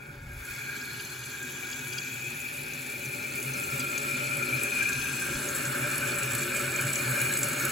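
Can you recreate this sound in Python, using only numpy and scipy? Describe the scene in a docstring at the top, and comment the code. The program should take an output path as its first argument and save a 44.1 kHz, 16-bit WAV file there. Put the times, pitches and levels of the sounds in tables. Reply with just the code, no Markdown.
"""Open toilet tank refilling

A hand-held camera moves over the tank, is handled twice and leans in towards the fill valve.
The churning inflow booms in the tank's low resonances and the stirred surface rushes.
The valve sings in narrow bands of noise; its jet hisses and spits as tiny bubbles burst.
The camera spreads the treble across the stereo field."""
import sys
import numpy as np
from scipy import signal
from scipy.fft import rfft, irfft, next_fast_len
from scipy.io import wavfile
from scipy.ndimage import uniform_filter1d, map_coordinates

SR = 44100
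rng = np.random.default_rng(int(sys.argv[2]) if len(sys.argv) > 2 else 0)


def digitize_waveform(pressure):
    """Quantize a signal to 16-bit integers and store it at the path in sys.argv[1].

    Rows of a 2-D input are taken as channels; values are limited to [-1, 1].
    """
    field = np.atleast_2d(pressure).T
    bounded = np.clip(field, -1, 1)
    quanta = np.round(bounded * 32767).astype(np.int16)
    wavfile.write(sys.argv[1], SR, quanta)


N = 340011
BAND_LIMIT_HZ = 15850


def amp(db):
    """Decibels to gain."""
    return 10 ** (np.asarray(db) / 20)


def unit(x):
    """x at rms 1."""
    return x / np.sqrt(np.mean(x ** 2) + 1e-20)


def along(points, hz):
    """(freq_hz, value) points read on a log axis."""
    freq_hz, values = np.transpose(points)
    return np.interp(np.log(hz + 1), np.log(freq_hz + 1), values)


def spectrum(points):
    """Gain against frequency from (freq_hz, gain_db) points."""
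    return lambda hz: amp(along(points, hz))


def resonances(modes, skirt):
    """Gain against frequency of a group of modes; a larger skirt deepens the valleys."""
    return lambda hz: np.sqrt(sum(amp(db) ** 2 / (1 + (2 * (hz - centre) / width) ** 2 / skirt) ** skirt
                                  for centre, width, db in modes))


def curves(rows):
    """One value per sample for each column after the time."""
    time_s, *columns = np.transpose(rows)
    return [np.interp(np.arange(N) / SR, time_s, column) for column in columns]


def wobble(knots_per_s):
    """Smooth random curve."""
    knots = rng.standard_normal(int(N * knots_per_s / SR) + 4)
    return map_coordinates(knots, [np.arange(N) * knots_per_s / SR])


def swells(events):
    """Gain that rises and falls smoothly once per event."""
    t = np.arange(N) / SR
    return sum(amp(db) * np.exp(-(2 * (t - peak_s) / length_s) ** 2) for peak_s, length_s, db in events)


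def filtered(x, response):
    """x through a frequency response."""
    size = next_fast_len(N + SR // 2)
    return irfft(rfft(x, size) * response(np.fft.rfftfreq(size, 1 / SR)), size)[..., :N]


def steadied(x, span_s):
    """x with swells slower than span_s evened out."""
    power = uniform_filter1d(np.mean(x ** 2, axis=0), max(int(span_s * SR), 1))
    return x / np.sqrt(np.abs(power) + 1e-6)


def placed(x, lead_rad, pan_db):
    """Stereo x with a moving phase lead and level difference, left over right."""
    left, right = signal.hilbert(x, next_fast_len(N))[:, :N]
    turn = np.exp(0.5j * lead_rad) * amp(pan_db / 2)
    return np.real([left * turn, right / turn])


# Likeness of the two microphones: freq_hz, coherence (capped at 1)
MIC_COHERENCE = [(30, 1.2), (120, 1), (300, 1), (600, 0.6), (1000, 0.5), (1400, 0.65), (1900, 0.7),
                 (2400, 0.66), (4000, 0.8), (5500, 0.5), (6500, 0.5)]
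# Their balance: freq_hz, left_over_right_db
MIC_BALANCE = [(120, 0), (350, 2.5), (600, 5.5), (1000, 1.5), (1500, 0), (2400, -1), (2900, 8.5), (3900, 2),
               (5400, 6), (6500, 0)]
# Their phase: freq_hz, left_lead_rad
MIC_PHASE = [(120, 0.028), (350, 0.44), (520, 1), (860, 0.045)]

def turbulence(colour):
    """Coloured noise of rms 1 as the two microphones hear it."""
    size = next_fast_len(N + 8192)
    hz = np.fft.rfftfreq(size, 1 / SR)
    angle = np.arccos(np.clip(along(MIC_COHERENCE, hz), -1, 1)) / 2
    noise = rfft(rng.standard_normal((2, size))) * colour(hz)
    mid, side = noise * np.array([np.cos(angle), np.sin(angle)])
    tilt = amp(along(MIC_BALANCE, hz) / 2) * np.exp(0.5j * along(MIC_PHASE, hz))
    return unit(irfft(np.array([(mid + side) * tilt, (mid - side) / tilt]), size)[:, :N])


def ringing(modes, skirt):
    """Resonances driven by turbulence, at rms 1."""
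    return turbulence(resonances(modes, skirt))


def echoes(x, t60_s, wet_db, steps=8):
    """x plus quick reflections whose pattern shifts as the camera moves."""
    t = np.arange(SR // 12) / SR
    hop = N // steps + 1
    wet = np.zeros(N + len(t))
    for centre in range(0, N + hop, hop):
        span = np.arange(max(centre - hop, 0), min(centre + hop, N))
        crossfade = np.sqrt(1 - np.abs(span - centre) / hop)
        tail = rng.standard_normal(len(t)) * amp(-60 * t / t60_s)
        part = signal.oaconvolve(x[span] * crossfade, tail / np.linalg.norm(tail))
        wet[span[0]:span[0] + len(part)] += part
    return x + amp(wet_db) * wet[:N]


def notes(events, rise_per_s):
    """Each event swells as one short note, its pitch rising a little."""
    t = np.arange(N) / SR
    sound = np.zeros(N)
    for (peak_s, length_s, db, hz), phase in zip(events, rng.random(len(events))):
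        span = np.abs(t - peak_s) < 2 * length_s
        age = t[span] - peak_s
        envelope = amp(db) * np.exp(-(2 * age / length_s) ** 2)
        sound[span] += envelope * np.sin(2 * np.pi * (phase + hz * age * (1 + rise_per_s * age / 2)))
    return np.sqrt(2) * sound


def bubbles(per_s, pitch_hz, spread, decay_cycles, spread_db):
    """Small bubbles ring briefly, most of them faintly; rms 1."""
    when, pitch, rarity = rng.random((int(per_s * N / SR), 3)).T[:, :, None]
    hz = np.minimum(pitch_hz * np.exp(spread * (2 * pitch - 1)), BAND_LIMIT_HZ)
    size = amp(-spread_db * np.log(np.maximum(rarity, 0.02)))
    age = np.arange(SR // 80)
    cycles = hz * age / SR
    rings = size * np.sin(2 * np.pi * cycles) * np.exp(-cycles / decay_cycles) * (1 - np.exp(-cycles))
    samples = (when * N).astype(int) + age
    return unit(np.bincount(samples.ravel(), rings.ravel(), N)[:N])


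def crackle(per_s, spread_db, cap_db, t60_s, rows=1):
    """Envelopes of random pops that add in power: most tiny, a few standing out."""
    hits = rng.random((rows, N)) < per_s / SR
    sizes = hits * amp(np.minimum(spread_db * rng.exponential(size=(rows, N)), cap_db))
    t = np.arange(SR // 20) / SR
    power = signal.oaconvolve(sizes ** 2, amp(-120 * t / t60_s)[None], axes=1)[:, :N]
    return np.sqrt(np.abs(power))


# Camera's lean over the valve: time_s, near_share
CAMERA_LEAN = [(0, 0.15), (0.8, 0.04), (1.6, 0.22), (2.7, 0.23), (3.2, 0.22), (3.9, 0.63), (4.9, 0.64),
               (5.6, 0.88), (7.7, 1)]

def nearness():
    """0 from afar, 1 right over the valve."""
    return np.clip(curves(CAMERA_LEAN)[0], 0, 1)


# Water shaded by the tank's rim: time_s, hidden_share
RIM_SHADE = [(0.25, 0.95), (0.5, 0.07)]

def reach_db(far_db, near_gain_db, rim_loss_db):
    """A layer's level grows as the camera leans in and drops behind the rim."""
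    hidden = np.clip(curves(RIM_SHADE)[0], 0, 1)
    return far_db + near_gain_db * nearness() - rim_loss_db * hidden


# Supply pipe's note: centre_hz, width_hz, gain_db
PIPE_MODES = [(830, 160, 0)]
# Room rumble: centre_hz, width_hz, gain_db
ROOM_MODES = [(81, 34, 0)]

def pipe_and_room(pipe_db=-62, room_db=-62):
    """The supply pipe hums faintly over the room's steady rumble."""
    return amp(pipe_db) * ringing(PIPE_MODES, skirt=3) + amp(room_db) * ringing(ROOM_MODES, skirt=3.3)


# Grip shifts: peak_s, length_s, level_db
GRIP_SHIFTS = [(0.13, 0.072, -53), (0.27, 0.15, -42), (0.39, 0.084, -43), (0.52, 0.04, -46),
               (5.01, 0.19, -49), (5.35, .07, -44)]

def handling(centre_hz=55, width_hz=70, low_cut_hz=28):
    """The hand shifts on the camera with a soft rumble."""
    body = resonances([(centre_hz, width_hz, 0)], skirt=2.6)
    rumble = turbulence(lambda hz: body(hz) * (1 - np.exp(-(hz / low_cut_hz) ** 4)))
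    return swells(GRIP_SHIFTS) * steadied(rumble, span_s=0.08)


# Tank resonances, three groups: centre_hz, width_hz, gain_db
BOOM_MODES = [(132.4, 21, -2), (152.5, 5.2, -13)]
CHURN_MODES = [(55.7, 13, -14), (88, 34, -8.5), (198, 26, -1.5), (222, 13, -4), (250.8, 22, 4.5),
               (289.5, 52, -1.5), (347, 39, -3.5), (365.2, 7.7, 6.5), (412.7, 24.5, 1), (473, 58, -9.5),
               (770, 19, -10.5), (863, 35, -10)]
HOLLOW_MODES = [(542, 28, 1.5), (579, 24.5, 6), (636, 22, -3.5)]
# Their levels at the camera: time_s, boom_db, churn_db, hollow_db
TANK_LEVELS = [(0, -48.5, -52.5, -60.5), (0.35, -46.5, -56, -60.5), (0.8, -53, -49, -64),
               (1.2, -50.5, -52.5, -64), (1.5, -51, -48, -61.5), (2.5, -49, -49.5, -59),
               (3.85, -48, -42.5, -48.5), (4.2, -41, -43, -48.5), (4.55, -47, -41, -46),
               (5.0, -48, -44.5, -56.5), (5.45, -44, -41.5, -46), (7.7, -42.5, -41, -44.5)]
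# Big air bubbles: peak_s, length_s, level_db, pitch_hz
TANK_GLUGS = [(3.09, 0.046, -39, 131), (3.467, 0.042, -41, 132), (3.505, 0.044, -36.5, 130),
              (3.74, 0.034, -35.5, 131), (4.387, .04, -47, 575), (4.555, 0.088, -33, 129),
              (4.97, 0.041, -39.5, 131), (5.15, 0.07, -37, 131), (5.324, 0.045, -39.5, 358),
              (5.449, 0.042, -41, 368), (5.68, 0.051, -35.5, 133), (5.84, 0.053, -35, 133),
              (5.859, 0.043, -39, 580), (6.25, 0.056, -40, 128), (6.469, 0.086, -39, 357),
              (6.626, .035, -42, 570), (6.85, 0.08, -37, 131), (6.864, 0.037, -44, 588),
              (7.11, 0.058, -32, 132), (7.139, .035, -41, 580), (7.187, .035, -42, 572),
              (7.241, 0.037, -40, 132), (7.44, 0.028, -37, 131), (7.655, 0.038, -38.5, 356),
              (7.68, 0.067, -36.5, 132)]

def tank(heave_db=3.0):
    """The inflow churns under water and sounds the tank's low resonances in uneven surges."""
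    boom_db, churn_db, hollow_db = curves(TANK_LEVELS)
    churn = amp(churn_db) * steadied(ringing(CHURN_MODES, skirt=3), span_s=0.36)
    boom = amp(boom_db + heave_db * wobble(13)) * steadied(ringing(BOOM_MODES, skirt=4), span_s=0.075)
    hollow = amp(hollow_db) * ringing(HOLLOW_MODES, skirt=2.4)
    return churn + boom + hollow + notes(TANK_GLUGS, rise_per_s=0.43)


# Surface rush from afar and close by: freq_hz, gain_db
RUSH_FAR = [(450, -62), (680, -11), (1050, -10), (1400, -2.5), (1800, 2.5), (2000, -1.5), (2850, -7.5),
            (3100, -14), (3400, 2), (3800, -6.5), (4600, -4), (5000, -10), (5800, -5.5), (7000, -30),
            (10000, -86)]
RUSH_NEAR = [(450, -19), (680, -13), (1000, -11.5), (1200, -6), (1720, 1), (1950, -7), (2850, 0),
             (3100, -13), (3400, -9), (3800, -7.5), (4600, -35), (5000, -11.5), (5800, -10.5), (7000, -38),
             (10000, -63)]
# Its level: far_db, near_gain_db, rim_loss_db
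RUSH_REACH = (-49, 9.3, 13)

def surface_rush(froth_db=-6.5):
    """The stirred surface rushes, dotted with small bubbles that echo between the tank walls."""
    near = nearness()
    far_noise = np.sqrt(1 - near) * turbulence(spectrum(RUSH_FAR))
    near_noise = np.sqrt(near) * turbulence(spectrum(RUSH_NEAR))
    rush = (far_noise + near_noise) * amp(1.07 * wobble(22))
    froth = bubbles(per_s=170, pitch_hz=4006, spread=0.341, decay_cycles=9.2, spread_db=1.5)
    froth = unit(echoes(froth, t60_s=0.2, wet_db=3.5))
    return amp(reach_db(*RUSH_REACH)) * (rush + amp(froth_db) * froth)


# Bright spray sheen, passing glint, dull undertone: centre_hz, width_hz, gain_db
SHEEN_MODES = [(4184, 110, 9), (4346, 130, 6.5), (4690, 150, 1.5)]
GLINT_MODES = [(2820, 130, 0), (3430, 130, -5), (3700, 130, 3), (5260, 110, 5), (6230, 120, 12)]
UNDERTONE_MODES = [(1010, 170, 0), (1200, 110, -1)]
# Sheen near 4.3 kHz comes and goes, loudest late, close over the valve: time_s, level_db
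SHEEN_LEVEL = [(0.3, -87), (0.52, -52.5), (1.3, -51), (1.6, -66), (1.98, -55), (2.4, -62), (3.8, -52),
               (5.3, -48.5), (5.65, -54), (7.7, -48.5)]
# Glint as the camera swings across the valve: peak_s, length_s, level_db
GLINTS = [(5.05, 0.95, -45)]
# Undertone, fading while the camera faces the back wall: time_s, level_db
UNDERTONE_LEVEL = [(0.3, -69), (0.55, -62.5), (1.9, -59), (2.6, -72), (4.2, -71), (4.9, -54.5), (7.7, -59)]

def passing_resonances():
    """Bright and dull resonances come and go as the camera moves."""
    sheen = amp(curves(SHEEN_LEVEL)[0] + 1.95 * wobble(25)) * ringing(SHEEN_MODES, skirt=2.3)
    glint = swells(GLINTS) * ringing(GLINT_MODES, skirt=2.5)
    undertone = amp(curves(UNDERTONE_LEVEL)[0]) * ringing(UNDERTONE_MODES, skirt=2.5)
    return sheen + glint + undertone


def gliding_band(centre_hz, width_hz, waver_hz=4, flutter_db=0.8):
    """A narrow band of noise flutters and follows a moving, wavering centre."""
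    mean_hz = centre_hz.mean()
    band = steadied(ringing([(mean_hz, width_hz, 0)], skirt=1.6), span_s=0.41)
    band *= amp(flutter_db * wobble(18))
    shift_cycles = np.cumsum(centre_hz - mean_hz + waver_hz * wobble(9)) / SR
    return np.real(signal.hilbert(band, next_fast_len(N))[:, :N] * np.exp(2j * np.pi * shift_cycles))


# Valve bands through the tank's standing waves, before trim: time_s, low_db, middle_db, high_db, top_db
BAND_LEVELS = [(0, -48.5, -56, -50, -49.5), (0.28, -54, -55, -65, -55.5), (0.52, -46.5, -47, -44, -39.5),
               (0.85, -46, -48, -43.5, -45), (1.2, -51.5, -49.5, -47, -44.5), (1.7, -47.5, -46.5, -41, -44),
               (2.3, -46.5, -50.5, -41, -38), (2.9, -50.5, -55, -40.5, -42.5), (3.45, -44, -53, -39, -41.5),
               (3.85, -36.5, -50, -35, -41), (4.5, -37.5, -53, -33.5, -37.5), (4.8, -43, -40, -35, -31),
               (5.2, -46, -43.5, -42, -36), (5.55, -45, -43, -43, -47), (6.1, -47.5, -46, -34.5, -39.5),
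               (6.7, -43, -52, -36.5, -44.5), (7.2, -47.5, -40.5, -33, -51), (7.7, -40, -51, -38.5, -47)]
# Band centres as the camera moves: time_s, low_hz, middle_hz, high_hz, top_hz
BAND_CENTRES = [(0.4, 1439, 1621, 2316, 2440), (0.85, 1460, 1630, 2314, 2459),
                (1.502, 1459, 1621, 2336, 2468), (2.249, 1457, 1621, 2353, 2513),
                (2.901, 1454, 1594, 2370, 2529), (3.602, 1380, 1613, 2394, 2544),
                (4.452, 1378, 1607, 2391, 2504), (4.801, 1402, 1612, 2386, 2488),
                (5.249, 1410, 1593, 2377, 2488), (5.798, 1352, 1594, 2388, 2510),
                (7.7, 1345, 1597, 2386, 2539)]
# Band widths: low_hz, middle_hz, high_hz, top_hz
BAND_WIDTHS = (52, 33, 48, 95)
# Microphones crossing the waves: time_s, low_lead_rad, middle_lead_rad, upper_lead_rad, upper_pan_db
BAND_BEARINGS = [(0, 2.2, 1.7, 0.63, 2.2), (1.1, -1.8, .05, 1.4, .7), (2, 1, 1.4, 0.78, 5),
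                 (2.7, 3.5, 3.95, 0.17, 4), (4.2, 2.5, 3.6, 0.1, 5.3), (5, 1.5, 5.2, 0.28, 4.9),
                 (5.6, -0.1, 7.2, 0.47, 2.2), (7.7, -0.5, 5.7, 0.86, .8)]
# Wash around the middle band, shoulder under the high one: centre_hz, width_hz, gain_db
WASH_MODES = [(1456, 256, 2), (1534, 200, -2), (1716, 100, 1)]
SHOULDER_MODES = [(2212, 80, 0)]
# Their levels, strongest over the valve: time_s, wash_db, shoulder_db
WASH_LEVELS = [(0.2, -55.5, -58), (0.55, -52.5, -46), (1.2, -51, -61), (2.2, -58, -56), (3.2, -49.5, -48),
               (4.3, -44, -45), (5.1, -44.5, -51), (5.7, -38, -45.5), (7.7, -38.5, -40.5)]
# Brief pitched swells in the valve's singing bands: peak_s, length_s, level_db, pitch_hz
BAND_SWELLS = [(0.69, .045, -43, 1610), (0.756, .035, -39.5, 1620), (0.824, 0.034, -39.5, 1623),
               (1.422, .04, -41.5, 1610), (1.464, .04, -45, 1605), (1.709, .04, -42, 1640),
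               (2.268, .028, -41, 2509), (2.954, 0.02, -37, 2377), (3.252, 0.019, -34.5, 2354),
               (3.872, .016, -33, 2420), (4.211, 0.013, -28.5, 2380), (4.337, .028, -31, 2400),
               (4.422, 0.053, -37.5, 2424), (4.535, .025, -29, 2345), (4.73, 0.019, -27, 2462),
               (4.776, .022, -30, 2445), (4.828, 0.02, -31.5, 1605), (4.859, 0.007, -25.5, 2400),
               (4.876, .009, -27, 2440), (4.887, 0.0054, -29, 2540), (4.889, 0.023, -34, 1630),
               (4.994, .04, -39, 1604), (5.093, 0.029, -37, 1604), (5.227, 0.054, -37, 1570),
               (5.276, .05, -38, 1604), (5.338, .04, -39, 1630), (5.694, 0.045, -37, 1450),
               (6.037, .034, -32.5, 1530), (6.186, .02, -33.5, 2360), (6.558, 0.017, -33, 2410),
               (6.61, 0.025, -36.5, 1330), (6.679, .016, -37, 1475), (6.794, .016, -33, 2375),
               (6.807, 0.026, -37.5, 1620), (7.018, 0.028, -35, 2390), (7.195, 0.017, -33.5, 1450),
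               (7.223, 0.016, -28, 2410), (7.318, 0.047, -35.5, 1644), (7.671, .016, -31, 1500)]

def valve(split_hz=2000):
    """Water forced through the valve sings in four drifting, briefly swelling bands over a wash."""
    low_db, middle_db, high_db, top_db = curves(BAND_LEVELS)
    wash_db, shoulder_db = curves(WASH_LEVELS)
    low_lead, middle_lead, upper_lead, upper_pan_db = curves(BAND_BEARINGS)
    low, middle, high, top = map(gliding_band, curves(BAND_CENTRES), BAND_WIDTHS)
    wash = amp(wash_db + 1.3 * wobble(16)) * ringing(WASH_MODES, skirt=2)
    shoulder = amp(shoulder_db) * ringing(SHOULDER_MODES, skirt=1.6)
    middle_swells = notes([row for row in BAND_SWELLS if row[3] < split_hz], rise_per_s=0.21)
    upper_swells = notes([row for row in BAND_SWELLS if row[3] >= split_hz], rise_per_s=0.2)
    midrange = amp(middle_db + 1) * middle + wash + middle_swells
    upper = amp(high_db - 2) * high + amp(top_db - 3) * top + shoulder + upper_swells
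    song = placed(amp(low_db - 2) * low, low_lead, pan_db=0)
    song += placed(midrange, middle_lead, pan_db=0)
    song += placed(upper, upper_lead, upper_pan_db)
    return amp(0.65 * wobble(22)) * song


# Jet's level: far_db, near_gain_db, rim_loss_db
JET_REACH = (-43.5, 10.04, 17.3)

def jet_level_db():
    """Level of the jet's hiss at the camera, per sample."""
    return reach_db(*JET_REACH)


# Droplet resonances: centre_hz, width_hz, gain_db
SPUTTER_MODES = [(3460, 500, -8), (4530, 260, -8), (5380, 150, -4), (6150, 300, 0.5), (7100, 330, 6),
                 (7380, 240, 5.5)]

def sputter(per_s=130, clump_db=4.5, under_jet_db=12):
    """Droplets break off the jet in irregular clumps and tick softly in the lower treble."""
    ticks = crackle(per_s * amp(clump_db * wobble(11)), spread_db=3, cap_db=8, t60_s=0.016)
    return amp(jet_level_db() - under_jet_db) * unit(ticks * ringing(SPUTTER_MODES, skirt=7.5))


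def bursts(events, colour, ping_t60_s, puff_t60_s, ping_gain, puff_gain, attack_s, jitter_rad):
    """Each burst gives a brief, unsteady ping and a puff of spray."""
    t = np.arange(SR // 16) / SR
    pings, puffs = np.zeros((2, N + len(t)))
    for start_s, db, hz, spray_db in events:
        start = round(start_s * SR)
        span = slice(start, start + len(t))
        onset = amp(db) * (1 - np.exp(-t / attack_s))
        wander = jitter_rad * np.cumsum(rng.standard_normal(len(t)))
        pings[span] += onset * amp(-60 * t / ping_t60_s) * np.sin(2 * np.pi * hz * t + wander)
        puffs[span] += onset * amp(spray_db - 60 * t / puff_t60_s) * rng.standard_normal(len(t))
    return ping_gain * pings[:N] + puff_gain * filtered(puffs[:N], colour)


def small_spits(count=18, pitch_hz=7200, spread=0.082, boost_db=7, scatter_db=1.2, spray_db=-12):
    """Weaker spits at random times follow the jet's level; rows as in SPITS."""
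    starts = rng.integers(N, size=count)
    size, detune = rng.standard_normal((count, 2)).T
    levels_db = jet_level_db()[starts] + boost_db + scatter_db * size
    pitches_hz = pitch_hz * np.exp(spread * detune)
    return [(start_s, db, hz, spray_db) for start_s, db, hz in zip(starts / SR, levels_db, pitches_hz)]


# Jet's loudest spits, drops landing in the water: start_s, level_db, pitch_hz, spray_offset_db
SPITS = [(0.825, -32, 7260, -18), (1.049, -31, 6300, -7), (1.427, -28, 7500, -10), (1.7006, -29, 6600, -14),
         (1.7145, -26, 6840, -12), (2.4029, -30, 6950, -10), (2.735, -26, 6620, -18),
         (3.0569, -28, 6130, -14), (3.3556, -33.5, 7900, 0.5), (3.427, -24, 6790, -12),
         (3.5363, -26.5, 6170, -16), (3.6381, -24, 7480, -25), (3.7947, -26, 7800, -4),
         (3.978, -21.5, 6600, -13), (4.6209, -30, 7240, -2), (4.6335, -21.5, 8560, -9),
         (4.828, -22, 7360, -16), (4.891, -21.5, 7200, -7), (4.93, -25, 6550, -13),
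         (5.488, -21.5, 6550, -13), (5.548, -20, 7850, -13), (5.5644, -23, 7740, -4),
         (5.653, -23.5, 6700, -16), (5.9778, -27, 7250, -2), (6.1848, -22, 7760, -10),
         (6.232, -18.5, 7500, -19), (6.317, -24, 7760, -8), (6.333, -22, 7850, -10), (6.35, -22, 7820, -3),
         (6.3879, -21, 7900, -21), (6.418, -26, 7700, -11), (6.432, -24, 7000, -18), (6.547, -26, 7160, -3),
         (6.564, -21.5, 7330, -15), (6.721, -29, 7300, -9), (6.761, -20, 7100, -16),
         (6.8096, -29, 7400, -3), (6.821, -26, 6900, -5), (6.903, -22, 7750, -17), (6.9317, -18, 7800, -9),
         (6.956, -14.5, 7200, -17), (7.3375, -18, 7630, -11), (7.371, -17, 7830, -9),
         (7.431, -12.5, 7420, -11), (7.531, -22.5, 7440, -12), (7.652, -32, 7600, 2)]
DROPS = [(0.814, -30, 5200, -7), (0.9986, -32, 3340, -3), (1.0594, -38, 4120, -1), (1.2396, -39, 3640, 0),
         (1.725, -36, 4740, 5), (1.9275, -34, 4700, 2), (1.9809, -26, 4730, -2), (2.031, -33, 4400, -9),
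         (3.8007, -28, 4690, 0), (3.978, -35, 4700, -2), (5.012, -32, 4460, 1), (5.3522, -31, 4320, 0),
         (7.6275, -28, 4300, -7)]
# Snaps of fine spray: start_s, level_db
SNAPS = [(4.369, -24), (4.633, -18), (5.98, -21), (6.186, -22), (6.317, -21.5), (6.335, -26),
         (6.351, -21.5), (6.811, -18), (7.216, -19.5), (7.391, -21), (7.444, -21), (7.485, -19),
         (7.651, -15.5)]
# Spray and fine spray spectra: freq_hz, gain_db
SPRAY = [(2500, -23), (4300, -10), (5600, -13), (6600, -3), (7600, 4), (9000, 1.5), (11000, -1.5),
         (13500, -0.5), (16000, -29)]
FINE_SPRAY = [(4000, -30), (8000, -10), (10500, 1), (12000, -3.5), (14000, -6), (16000, -12)]
# Drop splash resonances: centre_hz, width_hz, gain_db
SPLASH_MODES = [(2800, 110, 7), (3330, 84, 10), (4190, 80, 6), (4700, 100, 11), (5200, 70, 5),
                (6250, 220, 4)]

def splashes(snap_hz=11200):
    """The jet spits and its finest spray snaps; drops splash lower, softer and a little longer."""
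    spits = bursts(list(SPITS) + small_spits(), spectrum(SPRAY), ping_t60_s=0.021, puff_t60_s=0.038,
                   ping_gain=0.78, puff_gain=1.4, attack_s=0.00038, jitter_rad=0.18)
    snap_events = [(start_s, db, snap_hz, 0) for start_s, db in SNAPS]
    snaps = bursts(snap_events, spectrum(FINE_SPRAY), ping_t60_s=0.012, puff_t60_s=0.02,
                   ping_gain=0.4, puff_gain=1.5, attack_s=0.0003, jitter_rad=0.3)
    drops = bursts(DROPS, resonances(SPLASH_MODES, skirt=2), ping_t60_s=0.026, puff_t60_s=0.04,
                   ping_gain=0.6, puff_gain=1.7, attack_s=0.0012, jitter_rad=0.09)
    # In direct view, so the walls answer only weakly.
    return echoes(spits + snaps + drops, t60_s=0.035, wet_db=-6)


def bubble_pops(crossover_hz=11500):
    """Bursting bubbles crackle: coarse ones in the lower treble, fine ones at the top; rms 1."""
    def colours(hz):
        fine_share = 1 / (1 + (crossover_hz / (hz + 1)) ** 12)
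        return spectrum(SPRAY)(hz) * np.sqrt([1 - fine_share, fine_share])
    puffs = crackle(per_s=240, spread_db=6, cap_db=20, t60_s=0.025, rows=2)
    return unit(filtered(puffs * rng.standard_normal((2, N)), colours).sum(axis=0))


def hiss_band(noise, points):
    """Noise shaped by a spectrum and cut below its first point; rms 1."""
    lowest_hz = points[0][0]
    return unit(filtered(noise, lambda hz: spectrum(points)(hz) * (hz > lowest_hz)))


# Jet hiss from afar and close by: freq_hz, gain_db
HISS_FAR = [(5300, -51), (6200, 11.5), (6700, 11), (7100, 0), (7700, 7), (8500, 6), (9300, 11), (10200, -4),
            (10850, 7.5), (11600, 5.5), (12700, 2), (14000, 3), (15600, 2.5)]
HISS_NEAR = [(5300, -40), (6200, -13), (6700, 2.5), (7100, -9), (7700, 4.5), (8500, 1), (9300, 6),
             (10200, -5), (10850, 1.5), (11600, -6.5), (12700, 6.5), (14000, -15), (15600, -5.5)]
# Jet whistles from afar and close by: centre_hz, width_hz, gain_db
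WHISTLES_FAR = [(3340, 130, -1), (6170, 170, 1), (6780, 220, 0), (7370, 160, 0)]
WHISTLES_NEAR = [(3780, 80, 0), (4320, 190, 3), (5420, 75, -1), (6930, 65, 10), (7280, 150, 12),
                 (7790, 110, 10.5), (10772, 130, 11.5)]
# Jet from afar as the camera turns: time_s, whistle_db, hiss_change_db
JET_AFAR = [(0.3, -82, 1), (0.6, -56.5, -1.5), (1.9, -46, -3), (2.6, -59, -2.5), (3.3, -58, -3),
            (3.8, -58, -0.5), (5.2, -54, -3.5), (5.8, -70, -2)]

def jet(pops_db=-3, fizz_db=-3.5, whistle_db=-8):
    """The jet hisses, whistles and crackles with bubbles, louder from close by."""
    near = nearness()
    flutter_db = 0.35 * wobble(7) + 0.8 * wobble(18) + 0.7 * wobble(70)
    far_whistle_db, far_hiss_db = curves(JET_AFAR)
    noise = rng.standard_normal(N)
    far_hiss = (1 - near) * amp(far_hiss_db) * hiss_band(noise, HISS_FAR)
    near_hiss = near * hiss_band(noise, HISS_NEAR)
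    pops = amp(pops_db) * bubble_pops()
    hiss = echoes(far_hiss + near_hiss, t60_s=0.027, wet_db=2.5, steps=12)
    fizz = bubbles(per_s=1100, pitch_hz=12310, spread=0.216, decay_cycles=21, spread_db=3.5)
    near_whistle = amp(whistle_db) * near ** 2 * ringing(WHISTLES_NEAR, skirt=2)
    far_whistle = amp(far_whistle_db + 2.4 * wobble(25)) * ringing(WHISTLES_FAR, skirt=3.2)
    spray = unit(hiss + pops + amp(fizz_db) * fizz + near_whistle)
    return amp(jet_level_db() + flutter_db) * spray + far_whistle


def scene():
    """The open tank fills just below the camera."""
    return (tank() + valve() + pipe_and_room() + surface_rush() + passing_resonances()
            + jet() + sputter() + splashes() + handling())


def record(dry, treble_hz=6950, turn_hz=4130):
    """The camera widens the treble by a phase twist and a smear of the side signal, then band-limits."""
    def twist(hz):
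        angle = 2 * np.pi * np.maximum(hz - treble_hz, 0) / turn_hz
        angle -= 0.3 * np.sin(angle)
        return np.exp(1j * np.outer([-0.5, 0.5], angle - np.sin(2 * angle) / 2))
    left, right = filtered(dry, twist)
    mid, side = (left + right) / 2, (left - right) / 2
    treble = filtered(side, lambda hz: hz > treble_hz)
    smeared = echoes(treble, t60_s=0.012, wet_db=0, steps=24) / np.sqrt(2)
    side = side - treble + smeared
    return filtered(np.array([mid + side, mid - side]), lambda hz: hz < BAND_LIMIT_HZ)


dry = scene()
out = record(dry)
digitize_waveform(out)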